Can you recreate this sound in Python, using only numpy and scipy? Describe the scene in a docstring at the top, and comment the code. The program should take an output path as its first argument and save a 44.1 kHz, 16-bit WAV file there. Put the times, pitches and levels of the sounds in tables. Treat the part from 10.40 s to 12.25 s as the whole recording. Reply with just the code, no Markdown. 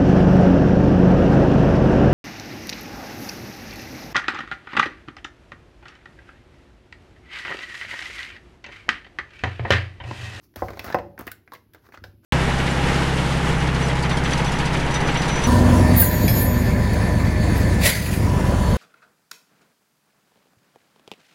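"""A foil sachet is pinched, crumpled and torn by hand in a small hard-walled room.
Snaps are clicks and dying rustles through a ringing panel; random pops ring briefly as dense crackle.
Two strong and two faint knocks, each with a bounce, ring a hollow body's modes.
Soft low bumps ring the counter; steady shaped noise lies underneath."""
import sys
import numpy as np
from scipy import signal
from scipy.fft import rfft, irfft
from scipy.io import wavfile

SR = 44100
rng = np.random.default_rng(int(sys.argv[2]) if len(sys.argv) > 2 else 0)


def store_wav(level_fs):
    """Save 16-bit WAV to argv[1]."""
    pcm = np.round(np.clip(np.atleast_2d(level_fs), -1, 1) * 32767)
    wavfile.write(sys.argv[1], SR, pcm.T.astype(np.int16))


N = 81585

# Snapping creases: start_s, level_db, body_rel_db, edge_rel_db, air_rel_db, panel_hz
SNAP_EVENTS = [(.139, -54, -9.5, -9.5, -15, 1677), (.1592, -33.5, -2, -4, 1.5, 1320),
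               (.2838, -28.5, -0.5, -18.5, -20, 1572), (.304, -39, 4, -5, -8, 1550),
               (.3332, -36.5, -1.5, -10, -32, 1580), (.3714, -35, -0.5, -8, -17, 1460),
               (.393, -22, -12, -10, -11.5, 2310), (.4431, -21.5, -12.5, -19.5, -14.5, 1213),
               (.4634, -28, -5.5, -12, -25.5, 1380), (.483, -27.5, -5, -16, -29, 1490),
               (.5005, -30, 0, -38, -12, 1500), (.5243, -21.5, -11, -12, -24, 1727),
               (.5442, -16, -41, -19, -19, 1820), (.586, -29, 0.5, -22.5, -20, 1788),
               (.7776, -32, -8, -23, -25, 1540), (.7906, -41, -8, -28, 9, 1870),
               (.8088, -38.5, 1, -13, 1.5, 1260), (.868, -25.5, -20, -15, -8, 1214),
               (.8764, -22.5, -16, -48, -13, 1867), (.9158, -29.5, -31, -8, 1.5, 1540),
               (1.076, -38, -18.5, -25, -33, 1660), (1.1199, -29.5, -13.5, -18, -23.5, 968),
               (1.1348, -31, -33, -13.5, -8.5, 1164), (1.1494, -34.5, -16, -13, -29, 2120),
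               (1.158, -41, -14.5, -30, -41, 1960), (1.3348, -46, -25, -8, -1, 1655),
               (1.3463, -38, -10.5, -13.5, -10.5, 1576), (1.488, -50.5, 1.5, -13, -9, 1150),
               (1.5218, -38, -17, -17.5, -22, 1780), (1.5734, -34.5, -15, -15.5, -34, 1435),
               (1.6389, -30.5, -18.5, -7.5, -16.5, 1606)]
# Snap rustle bands (body, edge, air): low_hz, high_hz, t60_s
RUSTLE_BANDS = [(200, 1040, 0.068), (2170, 5070, 0.044), (9600, 21800, 0.036)]
# Squeezing of the foil: time_s, middle_db, treble_db
SQUEEZE_LEVELS = [(0, -76.5, -82), (0.04, -64, -58), (.08, -80, -75), (0.151, -88, -82), (0.163, -43, -53),
                  (0.249, -53.5, -52.5), (.34, -55, -62), (0.432, -50.5, -55.5), (0.45, -42, -44.5),
                  (.51, -41.5, -53.5), (0.559, -60.5, -64), (.77, -78, -87), (0.796, -40, -68),
                  (0.859, -64, -61), (0.883, -45.5, -73), (.96, -81, -103.5), (1.11, -77, -82),
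                  (1.137, -46.5, -52), (1.199, -82.5, -73), (1.319, -81, -92.5), (1.352, -57, -79.5),
                  (1.41, -76, -77), (1.466, -55.5, -63), (1.511, -83, -76.5), (1.544, -42.5, -60),
                  (1.6, -79, -87), (1.66, -62, -62), (1.813, -93.5, -102), (1.85, -53.5, -52.5)]
# Crackle colour: pitch_hz, density_db (per Hz)
FOIL_COLOUR = [(350, -6), (800, -2), (1500, 4), (2400, -9.5), (3000, -9.5), (5000, -13.5), (7500, -18)]
# Hollow knocks: start_s, level_db, contact_cutoff_hz
KNOCK_EVENTS = [(.2212, -14.5, 1474), (0.545, -10, 2930), (.588, -31, 962), (1.6395, -33, 587)]
# Hollow body modes: pitch_hz, level_db, t60_s
HOLLOW_MODES = [(190, -13.5, 0.18), (300.2, -10.5, 0.11), (351.4, -18, 0.16), (708, -9, 0.053),
                (548.6, -4, 0.16), (876, -22.5, 0.27), (567, -16, 0.35), (1022, -23.5, 0.35),
                (761.5, -0.5, 0.041), (1046.8, -8, 0.12), (772, -21, 0.18), (1536, -13, 0.053),
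                (1260, -13.5, 0.045), (1666, -20.5, 0.062), (2018, -10.5, 0.026), (5100, -18, .06)]
# Counter bumps: start_s, level_db, contact_cutoff_hz
BUMP_EVENTS = [(0.168, -23, 89), (0.223, -14, 89.3), (0.289, -19, 88.8), (0.392, -27, 85.7),
               (0.465, -22.5, 88.1), (0.551, -26, 93.3), (0.59, -23.5, 90.4), (0.795, -35.5, 706),
               (0.812, -37.5, 713), (0.87, -36, 700), (1.579, -31.5, 81), (1.62, -26.5, 76.9),
               (1.682, -30.5, 81), (1.739, -37, 81.4)]
# Counter modes: pitch_hz, level_db, t60_s
COUNTER_MODES = [(72.7, -17.5, 0.51), (100.54, -7.5, 0.37), (266, -2, 0.073), (340, 9, 0.027)]
# Background noise colour: frequency_hz, density_db (per Hz)
FLOOR_COLOUR = [(25, 19.5), (45, 7.5), (100, 10), (180, 0.5), (350, 4.5), (550, -17), (1500, -34),
                (2500, -22.5), (5000, -30.5), (9500, -46), (11000, -20.5), (16000, -27.5)]
# Room decay: frequency_hz, t60_s
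ROOM_DECAY = [(200, 0.7), (600, 0.35), (1500, 0.23), (4000, 0.29), (12000, 0.18)]

PANEL_T60_S, PANEL_WIDTH_RATIO, PANEL_DB, SNAP_RISE_S = 0.033, 1.244, -7, 0.00025
CRACK_DB, CRACK_LAG_S = 14.5, 0.0011  # click: gain beside the rustle, delay after its onset
PING_DB, PING_T60_S = -7.5, 0.033
OVERTONE_RATIO, OVERTONE_DB = 1.42, -9  # panel's second mode, relative to its first
CRACKLES_PER_S, CRACKLE_SPREAD_DB, CRACKLE_T60_CYCLES = 5500, 2.8, 14.0
FIZZ_LOW_DB = 3  # gain of the lower fizz band
KNOCK_BOUNCE_S, KNOCK_BOUNCE_DB = 0.0082, -4.5
ROOM_DB, ROOM_RISE_S = -13, 0.0045
FLOOR_DB = -55
MIC_DIP_HZ, MIC_DIP_WIDTH_HZ, MIC_DIP_DEPTH = 8360, 7250, 0.63  # depth: fraction removed at centre
RUMBLE_CUT_HZ, TOP_CUT_HZ = 54, 15900


def from_db(db):
    """dB to amplitude gain."""
    return 10 ** (np.asarray(db) / 20)


def rms_one(x):
    """Scale to rms 1."""
    return x / np.sqrt(np.mean(x ** 2) + 1e-20)


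def at_hz(points, hz):
    """Interpolate a table's second column on a log-frequency axis."""
    table = np.array(points)
    return np.interp(np.log(hz), np.log(table[:, 0]), table[:, 1])


def band(x, low_hz, high_hz):
    """Butterworth band-pass."""
    sos = signal.butter(2, [low_hz, high_hz], "band", fs=SR, output="sos")
    return signal.sosfilt(sos, x)


def ring(clicks, hz, t60_s):
    """Damped resonator: a unit click starts a decaying sine of height 1."""
    r = from_db(-60 / (t60_s * SR))
    w = 2 * np.pi * hz / SR
    return signal.lfilter([0, np.sin(w)], [1, -2 * r * np.cos(w), r * r], clicks + 1e-18)


def soft(x, cutoff_hz):
    """Soft contact: two one-pole low-passes blunt the blow."""
    r = np.exp(-2 * np.pi * cutoff_hz / SR)
    return signal.lfilter([(1 - r) ** 2], [1, -2 * r, r * r], x)


def snap_band(noise, click, low_hz, high_hz, t60_s):
    """One band of a snap: click plus decaying rustle, compensated for bandwidth."""
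    t = np.arange(len(noise)) / SR
    rustle = noise * (1 - np.exp(-t / SNAP_RISE_S)) * from_db(-60 * t / t60_s)
    struck = band(rustle + from_db(CRACK_DB) * click, low_hz, high_hz)
    return struck * np.sqrt(SR / 2 / (high_hz - low_hz))


def panel_ping(click, hz):
    """The click rings two modes of the foil panel."""
    overtone = ring(click, OVERTONE_RATIO * hz, PING_T60_S)
    return ring(click, hz, PING_T60_S) + from_db(OVERTONE_DB) * overtone


def snaps():
    """A crease snaps: panel modes and a rustle around them, with body, edge and air bands."""
    out = np.zeros(N + SR)
    length = SR // 8
    noise = rng.standard_normal((len(SNAP_EVENTS), length))
    unit_click = np.arange(length) == int(CRACK_LAG_S * SR)
    clicks = unit_click * np.sign(noise[:, :1])  # random polarity

    for k, (start_s, level_db, *rel_dbs, panel_hz) in enumerate(SNAP_EVENTS):
        low_hz, high_hz = panel_hz / PANEL_WIDTH_RATIO, panel_hz * PANEL_WIDTH_RATIO
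        burst = from_db(PING_DB) * panel_ping(clicks[k], panel_hz)
        burst += from_db(PANEL_DB) * snap_band(noise[k], clicks[k], low_hz, high_hz, PANEL_T60_S)
        for rel_db, limits in zip(rel_dbs, RUSTLE_BANDS):
            burst += from_db(rel_db) * snap_band(noise[k], clicks[k], *limits)
        out[int(start_s * SR):][:length] += from_db(level_db) * burst
    return out[:N]


def crackle():
    """Tiny creases pop at random, each ringing a few cycles; pops and noise fizz in the treble."""
    time_s, middle_db, treble_db = np.transpose(SQUEEZE_LEVELS)
    t = np.arange(N) / SR
    size_db = CRACKLE_SPREAD_DB * np.minimum(rng.exponential(1, N), 5)
    sizes = from_db(size_db) * rng.choice([-1, 1], N)
    pops = sizes * (rng.random(N) < CRACKLES_PER_S / SR)

    # each pop is dealt one of 24 pitches
    pitches_hz = np.geomspace(350, 7500, 24)
    dealt = rng.integers(0, 24, N)
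    middle = np.zeros(N)
    for k, hz in enumerate(pitches_hz):
        gain = from_db(at_hz(FOIL_COLOUR, hz)) * hz
        middle += gain * ring(pops * (dealt == k), hz, CRACKLE_T60_CYCLES / hz)

    fizz = pops + rng.standard_normal(N)
    treble = band(fizz, 9500, 17500) + from_db(FIZZ_LOW_DB) * band(fizz, 4600, 6800)
    middle_gain = from_db(np.interp(t, time_s, middle_db))
    treble_gain = from_db(np.interp(t, time_s, treble_db))
    return middle_gain * rms_one(middle) + treble_gain * rms_one(treble)


def knocks():
    """Each knock and its quick bounce strike the hollow body's modes."""
    contacts = np.zeros(N)
    for start_s, level_db, cutoff_hz in KNOCK_EVENTS:
        hit = np.zeros(N)
        hit[int(start_s * SR)] = from_db(level_db)
        hit[int((start_s + KNOCK_BOUNCE_S) * SR)] = from_db(level_db + KNOCK_BOUNCE_DB)
        contacts += soft(hit + 1e-18, cutoff_hz)

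    out = np.zeros(N)
    for k, (hz, level_db, t60_s) in enumerate(HOLLOW_MODES):
        out += (-1) ** k * from_db(level_db) * ring(contacts, hz, t60_s)  # alternating polarity
    return out


def bumps():
    """Soft pushes ring the counter's low modes."""
    contacts = np.zeros(N)
    for start_s, level_db, cutoff_hz in BUMP_EVENTS:
        push = np.full(N, 1e-18)
        push[int(start_s * SR)] = from_db(level_db)
        contacts += soft(push, cutoff_hz)
    modes = sum(from_db(level_db) * ring(contacts, hz, t60_s) for hz, level_db, t60_s in COUNTER_MODES)
    return band(modes, RUMBLE_CUT_HZ, 2000)


def room(x):
    """Dense reflections: noise in octave bands, each with its own decay, scaled to unit energy."""
    t = np.arange(SR // 2) / SR
    edges_hz = 60 * 2. ** np.arange(9)
    tail = np.zeros(len(t))
    for low_hz, high_hz in zip(edges_hz, edges_hz[1:]):
        t60_s = at_hz(ROOM_DECAY, low_hz * 1.4)  # near the octave's centre
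        tail += band(rng.standard_normal(len(t)), low_hz, high_hz) * from_db(-60 * t / t60_s)
    tail *= 1 - np.exp(-t / ROOM_RISE_S)
    return signal.fftconvolve(x, tail / np.sqrt(np.sum(tail ** 2)))[:N]


def floor():
    """Steady room and microphone noise: white noise shaped in frequency."""
    hz = np.maximum(np.arange(N // 2 + 1) * SR / N, 10)
    spectrum = rfft(rng.standard_normal(N)) * from_db(at_hz(FLOOR_COLOUR, hz))
    return from_db(FLOOR_DB) * rms_one(irfft(spectrum, N))


def microphone_dip(x):
    """Broad treble dip: part of a resonant band is subtracted."""
    b, a = signal.iirpeak(MIC_DIP_HZ, MIC_DIP_HZ / MIC_DIP_WIDTH_HZ, SR)
    return x - MIC_DIP_DEPTH * signal.lfilter(b, a, x)


def scene():
    """Foil and knocks pass through room and microphone dip; bumps and floor arrive directly."""
    direct = snaps() + crackle() + knocks()
    near = microphone_dip(direct + from_db(ROOM_DB) * room(direct))
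    return (near + bumps() + floor())[None]


def record(dry):
    """The microphone drops the deepest rumble; a steep low-pass cuts the top."""
    high_pass = signal.butter(4, RUMBLE_CUT_HZ, "high", fs=SR, output="sos")
    low_pass = signal.ellip(8, .5, 45, TOP_CUT_HZ, fs=SR, output="sos")
    return signal.sosfilt(low_pass, signal.sosfilt(high_pass, dry))


dry = scene()
out = record(dry)
store_wav(out)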